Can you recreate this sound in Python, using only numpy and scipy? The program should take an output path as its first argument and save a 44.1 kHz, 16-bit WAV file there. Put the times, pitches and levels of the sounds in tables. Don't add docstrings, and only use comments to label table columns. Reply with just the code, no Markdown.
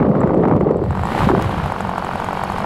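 import sys
import numpy as np
from scipy import signal
from scipy.fft import rfft, irfft
from scipy.io import wavfile
from scipy.ndimage import uniform_filter1d, minimum_filter1d

SR = 44100
rng = np.random.default_rng(int(sys.argv[2]) if len(sys.argv) > 2 else 0)


def wav_record(signal):
    frames = np.transpose(np.atleast_2d(signal))
    bounded = np.clip(frames, -1, 1)
    quanta = np.round(bounded * 32767).astype(np.int16)
    wavfile.write(sys.argv[1], SR, quanta)


N = 116865
TIME = np.arange(N) / SR


# time_s, speed_turns_per_s
SHAFT_SPEED = [(0.0, 44.56), (0.3, 43.04), (0.75, 41.91), (0.92, 44.51), (1.02, 49.27), (1.1, 63.05),
               (1.22, 75.11), (1.33, 64.9), (1.48, 61.16), (1.6, 51.78), (1.78, 46.26), (2.1, 45.26),
               (2.4, 47.05), (2.65, 48.97)]
# time_s, front_share (0 to 1)
FRONT_SHARE = [(.85, 0.2), (1.5, 0.94)]

# time_s, level_db
RUMBLE_LEVEL = [(0, -26), (.2, -29), (.6, -22.5), (.75, -31.5), (.9, -21.5), (1.04, -19.5), (1.13, -38),
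                (1.23, -15), (1.31, -25.5), (1.5, -25), (1.65, -25.5), (1.77, -38), (1.87, -26),
                (1.95, -35), (2.65, -34.5)]
# pitch_hz, level_db
RUMBLE_COLOUR = [(15, -38.5), (35, -19), (60, 2), (110, 2.5), (170, 0.5), (300, -17.5), (1000, -86.5)]
# time_s, level_db
BUFFET_LEVEL = [(0, -12.5), (.1, -17), (.22, -16), (.36, -16), (.5, -14.5), (.57, -15), (.598, -24.5),
                (.615, -15.5), (.69, -17), (.74, -21), (.8, -21.5), (.87, -25.5), (1.02, -34.5),
                (1.17, -23.5), (1.26, -27), (1.31, -19), (1.38, -18), (1.43, -25.5), (1.56, -28.5),
                (1.7, -33), (2.65, -33)]
# pitch_hz, level_db
BUFFET_COLOUR = [(15, -38), (40, -23.5), (110, -6), (160, 0.5), (215, -0.5), (290, -4), (400, -2),
                 (600, -10), (900, -22.5), (1400, -52), (2500, -71.5), (6000, -78)]
# pitch_hz, level_db
EDGE_COLOUR = [(200, -24), (500, 7.5), (900, -3.5), (1200, -4), (1450, -21), (1900, -21), (2500, -30.5),
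               (3200, -34.5), (6000, -64.5)]
RUMBLE_LUMP_DB, BUFFET_LUMP_DB, EDGE_LUMP_DB = 1, 1.5, 4
EDGE_FOLLOW_DB = -9

# time_s, level_db
RUSH_LEVEL = [(0, -43.5), (.8, -54.5), (.95, -31), (1.1, -27.5), (1.22, -21.5), (1.33, -30), (1.6, -26.5),
              (1.8, -27.5), (2.2, -27.5), (2.65, -26.5)]
# pitch_hz, level_db
RUSH_COLOUR = [(40, 1), (100, -11.5), (200, 9.5), (280, -10), (450, 0.5), (700, 3.5), (1050, 3),
               (1500, -2.5), (2100, -17), (3000, -18), (6000, -63), (16000, -77)]
# time_s, level_db
HISS_LEVEL = [(0, -53), (.72, -59), (.88, -46.5), (1, -42.5), (1.13, -32), (1.22, -31), (1.29, -32.5),
              (1.32, -40.5), (1.42, -36.5), (1.65, -37.5), (1.85, -40), (2.3, -38.5), (2.65, -37)]
# pitch_hz, level_db
HISS_SIDE_COLOUR = [(700, -30.5), (1800, 10), (2900, -6), (3900, -1.5), (6000, -18.5), (12000, -18.5),
                    (16000, -34.5)]
# pitch_hz, level_db
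HISS_FRONT_COLOUR = [(700, -6), (1800, 2.5), (2400, 1), (2650, -3), (2950, -1.5), (3250, -1.5), (3550, -8),
                     (3900, -4.5), (4200, -11), (5100, -14.5), (6000, -17.5), (7500, -19), (9000, -20.5),
                     (12000, -22), (14000, -33), (16000, -33)]
# multiple_of_shaft_speed, level_against_the_rush_db
HUM_TONES = [(2, -7.5), (4, -6.5), (5, -13)]
SWISH_PHASE = 0.021
RUSH_SWISH, HISS_SWISH = .3, .08
RUSH_LUMP_DB, HISS_LUMP_DB = 1.0, 1.4

# time_s, level_db
INTAKE_LEVEL = [(0, -60), (.8, -60.5), (1.2, -50), (1.6, -47.5), (2.65, -43.5)]
# pitch_hz, level_db
INTAKE_COLOUR = [(3000, -26.5), (4100, -23.5), (4450, 7.5), (4750, -16.5), (5100, 0.5), (5600, -17),
                 (8000, -36), (16000, -67.5)]
INTAKE_OPENS, INTAKE_RISE, INTAKE_FADE = .57, 0.048, 0.32
WHINE_HZ, WHINE_DB = 15672, -82.5

# time_s, level_db
POP_LEVEL = [(0, -26), (.8, -23), (.95, -18), (1.15, -13), (1.5, -15), (1.8, -14), (2.1, -12), (2.65, -12)]
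# time_s, knock_db (before KNOCK_DB is added), pop_change_db
HARD_FIRINGS = [(.092, -52, 5), (.160, -56, 6), (.206, -43, -7), (.275, -47, 7), (.345, -49, 7),
                (.415, -52, -9), (.486, -53.5, 12), (.602, -47.5, -3), (.768, -49, -2), (.839, -47.5, 4.5),
                (.907, -43, 5), (.952, -44, 6), (.973, -45, 4), (.993, -42.5, 5), (1.034, -37, 5),
                (1.053, -39, 5), (1.088, -42, 3), (1.119, -42, 5.5), (1.149, -38, 4.5), (1.178, -40, 4.5),
                (1.205, -41, 5), (1.233, -42, 5), (1.289, -38, 10), (1.352, -55, 7), (1.396, -42, 3.5),
                (1.445, -41, 2), (1.493, -42, 3), (1.639, -52, 4), (1.659, -37.5, 4.5), (1.720, -38.5, 6),
                (1.807, -35, 5), (1.871, -43, -5), (1.893, -39.5, 3.5), (1.980, -36, 5.5),
                (2.046, -40, 0.5), (2.112, -50, 1), (2.134, -42, 0.5), (2.156, -40, 0.5), (2.199, -39, 1),
                (2.244, -34.5, 0.5), (2.286, -41.5, 2.5), (2.331, -38, 1.5), (2.436, -30.5, 4),
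                (2.499, -38, 0.5), (2.520, -37.5, -1), (2.583, -39, 2), (2.602, -40.5, 1.5)]
MISFIRE_TIMES = [.883, 1.013, 1.134, 1.163, 1.247, 1.274, 1.319, 1.334, 1.365, 1.428, 1.460, 1.477, 1.562,
                 1.620, 1.679, 1.740, 1.784, 1.828, 2.002, 2.178, 2.265, 2.458, 2.479, 2.541, 2.622]
# pitch_hz (before detuning), level_db, hold_s, decay_s, side_db
# (side_db counts times 1.5 minus the front share)
MUFFLER_RINGS = [(880, -3.5, .0025, .0002, 0), (997, -8, .0009, .0006, -2), (1111, -17, .0019, .0033, 3),
                 (1900, -21, .001, .0015, -16), (160, -26, .01, .005, 0)]
MISFIRE_DB, POP_SCATTER_DB = -13.5, .3
POP_DETUNE = .025
POP_RISE_S, POP_LAG_S = .0003, .0008

# start_s, level_db
SLAP_EVENTS = [(.001, -15.5), (.027, -16), (.052, -23.5), (0.086, -26), (0.114, -23), (.151, -16),
               (0.167, -20), (.190, -25.5), (0.203, -20.5), (.214, -16), (.233, -16), (.239, -17.5),
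               (0.273, -23), (0.294, -19), (0.306, -19.5), (0.435, -14.5), (0.44, -16), (0.453, -14.5),
               (.474, -22), (0.481, -22), (0.494, -19), (0.511, -14.5), (0.522, -19.5), (0.535, -20),
               (0.609, -19), (0.689, -21), (0.71, -18), (1.286, -19), (1.296, -14.5), (1.314, -15),
               (1.35, -22), (1.374, -23), (1.392, -20)]
# pitch_hz, level_db
SLAP_COLOUR = [(150, -24.5), (550, 2.5), (1000, 2.5), (1500, -9), (2100, -15.5), (3000, -36.5), (6000, -50),
               (16000, -76.5)]
SLAP_RISE_S, SLAP_HOLD_S, SLAP_FALL_S = .0006, .003, .0018

# time_s, level_db
TICK_LEVEL = [(0, -72.5), (.8, -67.5), (1.1, -47), (1.5, -66), (2.65, -55)]
# pitch_hz, level_db
KNOCK_SIDE_COLOUR = [(3000, -30), (6900, -25.5), (7400, -8), (7680, 7.5), (8000, -11), (8500, -30.5),
                     (11000, -14), (16000, -33)]
# pitch_hz, level_db
KNOCK_FRONT_COLOUR = [(3000, -12), (6000, -18), (6700, 0), (7100, -8.5), (7700, -4.5), (9200, -11),
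                      (11500, -7.5), (16000, -31)]
# pitch_hz, level_against_the_knock_db, decay_s
METAL_RINGS = [(6700, -12, .012), (10410, -20, .012)]
KNOCK_LAG_S, KNOCK_RISE_S, KNOCK_DECAY_S, KNOCK_DB = 0.0014, 0.00027, 0.0041, -3.5
SNAP_S, SNAP_DB = .0005, -5

# middle_s, pitch_hz (halfway through the sag), level_db
EDDY_EVENTS = [(0.012, 230, -10.5), (0.044, 111, -16.5), (0.102, 194, -4), (0.166, 195, -9),
               (.203, 219, -8), (0.245, 196, -4.5), (.376, 353, -5.5), (0.483, 190, -17.5),
               (0.552, 400, -16), (.566, 226, -6.5), (.613, 447, -4.5), (0.628, 215, -8), (0.67, 384, -5.5),
               (0.71, 438, -2), (0.76, 430, -8.5), (.821, 336, -12.5), (.900, 95, -14.5), (1.033, 130, -24),
               (1.237, 95, -16), (1.275, 209, -6.5), (1.304, 343, -3.5), (1.339, 377, -7.5),
               (1.380, 190, -10.5), (1.464, 103, -14), (1.633, 85, -24), (1.848, 112, -25)]
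EDDY_CYCLES = 4.16
EDDY_SAG = 0.57

# start_s, level_db
CRACK_EVENTS = [(.376, -26), (.454, -34), (.482, -28), (.565, -25), (0.612, -27), (0.712, -24),
                (1.307, -21), (1.4238, -8)]
CRACK_DECAY_S, CRACK_EDGE_HZ = 0.00044, 8900

CEILING = 0.7
FADE_IN_S = .002
CUTOFF_HZ = 15900


def amp(db):
    return 10 ** (np.asarray(db) / 20)


def unit(x):
    return x / np.sqrt(np.mean(x ** 2) + 1e-20)


def curve(points, at=TIME):
    return np.interp(at, *np.transpose(points))


def add(mix, s, sound):
    part = mix[max(round(s * SR), 0):][:len(sound)]
    part += sound[:len(part)]


def noise(colour):
    hz, db = np.transpose(colour)
    bins_hz = np.fft.rfftfreq(N, 1 / SR)
    gain = amp(np.interp(np.log(bins_hz + 1), np.log(hz), db))
    return unit(irfft(rfft(rng.standard_normal(N)) * gain, N))


def lumps(depth_db, rate_hz):
    bins_hz = np.fft.rfftfreq(N, 1 / SR)
    slow = irfft(rfft(rng.standard_normal(N)) * np.exp(-(bins_hz / rate_hz) ** 2), N)
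    return unit(amp(depth_db * np.clip(unit(slow), -2, 2)))


def burst(t, rise_s, hold_s, decay_s):
    return np.clip(t / rise_s, 0, 1) * np.exp(-np.maximum(t - hold_s, 0) / decay_s)


def turning(side, front, power):
    share = curve(FRONT_SHARE).clip(0, 1) ** power
    return np.sqrt(1 - share) * noise(side) + np.sqrt(share) * noise(front)


def shaft():
    turns = np.cumsum(curve(SHAFT_SPEED)) / SR
    firings = np.interp(np.arange(int(turns[-1]) + 1), turns, TIME)
    return turns, firings


def wind():
    force = amp(curve(BUFFET_LEVEL))
    rumble = amp(curve(RUMBLE_LEVEL)) * noise(RUMBLE_COLOUR) * lumps(RUMBLE_LUMP_DB, rate_hz=4.8)
    buffet = force * noise(BUFFET_COLOUR) * lumps(BUFFET_LUMP_DB, rate_hz=86)
    edge = amp(EDGE_FOLLOW_DB) * force * noise(EDGE_COLOUR) * lumps(EDGE_LUMP_DB, rate_hz=300)
    return rumble + buffet + edge


def propeller(turns):
    swish = np.cos(2 * np.pi * (turns - SWISH_PHASE))
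    rush = noise(RUSH_COLOUR) * (1 + RUSH_SWISH * swish) * lumps(RUSH_LUMP_DB, rate_hz=140)
    hiss = turning(HISS_SIDE_COLOUR, HISS_FRONT_COLOUR, power=0.98)
    hiss = hiss * (1 + HISS_SWISH * swish) * lumps(HISS_LUMP_DB, rate_hz=44)
    hum = np.zeros(N)
    for multiple, db in HUM_TONES:
        hum += amp(db) * np.sin(2 * np.pi * (round(multiple) * turns + rng.random()))
    return amp(curve(RUSH_LEVEL)) * (rush + hum) + amp(curve(HISS_LEVEL)) * hiss


def intake(turns):
    since = (turns - INTAKE_OPENS) % 1
    opening = np.minimum(since / INTAKE_RISE, 1) * np.exp(-since / INTAKE_FADE)
    return amp(curve(INTAKE_LEVEL)) * opening * noise(INTAKE_COLOUR)


def whine():
    return amp(WHINE_DB) * np.sin(2 * np.pi * WHINE_HZ * TIME)


def exhaust(firings):
    level = curve(POP_LEVEL, firings) + POP_SCATTER_DB * rng.standard_normal(len(firings))
    for s, _, change_db in HARD_FIRINGS:
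        level[np.argmin(abs(firings - s))] += change_db
    for s in MISFIRE_TIMES:
        level[np.argmin(abs(firings - s))] += MISFIRE_DB
    out, t = np.zeros(N), TIME[:SR // 30]
    for s, db, detune in zip(firings, level, rng.standard_normal(len(firings))):
        stretch = 1 + POP_DETUNE * detune
        side = 1.5 - curve(FRONT_SHARE, s)
        for hz, ring_db, hold_s, decay_s, side_db in MUFFLER_RINGS:
            ring = burst(t, POP_RISE_S, hold_s, decay_s) * np.sin(2 * np.pi * hz * stretch * t)
            add(out, s + POP_LAG_S, -amp(db + ring_db + side_db * side) * ring)
    return out


def slaps():
    force = np.zeros(N)
    for s, db in SLAP_EVENTS:
        force += amp(db) * burst(TIME - s, SLAP_RISE_S, SLAP_HOLD_S, SLAP_FALL_S)
    return force * noise(SLAP_COLOUR)


def knocks(firings):
    level = curve(TICK_LEVEL, firings)
    for s, db, _ in HARD_FIRINGS:
        level[np.argmin(abs(firings - s))] = db + KNOCK_DB
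    strikes, rings, t = np.zeros(N), np.zeros(N), TIME[:SR // 10]
    rattle = burst(t, KNOCK_RISE_S, 0, KNOCK_DECAY_S)
    snap = amp(SNAP_DB) * burst(t, KNOCK_RISE_S, SNAP_S, SNAP_S)
    for s, db in zip(firings, level):
        add(strikes, s + KNOCK_LAG_S, amp(db) * (rattle + snap))
        for hz, ring_db, decay_s in METAL_RINGS:
            ring = np.exp(-t / decay_s) * np.sin(2 * np.pi * hz * t)
            add(rings, s + KNOCK_LAG_S, curve(FRONT_SHARE, s) * amp(db + ring_db) * ring)
    return strikes * turning(KNOCK_SIDE_COLOUR, KNOCK_FRONT_COLOUR, power=1.7) + rings


def eddies():
    out = np.zeros(N)
    for (s, hz, db), phase in zip(EDDY_EVENTS, rng.random(len(EDDY_EVENTS))):
        length_s = EDDY_CYCLES / hz
        u = np.arange(0, length_s, 1 / SR) / length_s
        cycles = EDDY_CYCLES * (u + EDDY_SAG * u * (1 - u) / 2)
        swell = np.sin(np.pi * u) ** 2
        add(out, s - length_s / 2, amp(db) * swell * np.sin(2 * np.pi * (cycles + phase)))
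    return out


def cracks():
    out, t = np.zeros(N), TIME[:SR // 20]
    for s, db in CRACK_EVENTS:
        add(out, s, -amp(db) * np.exp(-t / CRACK_DECAY_S))
    pole = np.exp(-2 * np.pi * CRACK_EDGE_HZ / SR)
    return signal.lfilter([1 - pole], [1, -pole], out)


def scene():
    turns, firings = shaft()
    air = wind() + propeller(turns) + slaps() + eddies() + cracks()
    engine = intake(turns) + exhaust(firings) + knocks(firings)
    return (air + engine + whine())[None]


def record(dry):
    room = np.minimum(1, CEILING / (abs(dry[0]) + 1e-9))
    gain = minimum_filter1d(room, size=300)
    gain = uniform_filter1d(uniform_filter1d(gain, size=150), size=150)
    gain = gain * np.minimum(TIME / FADE_IN_S, 1)
    low_pass = signal.firwin(511, CUTOFF_HZ, window=("kaiser", 9), fs=SR)
    return signal.oaconvolve(dry * gain, low_pass[None], "same")


dry = scene()
out = record(dry)
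wav_record(out)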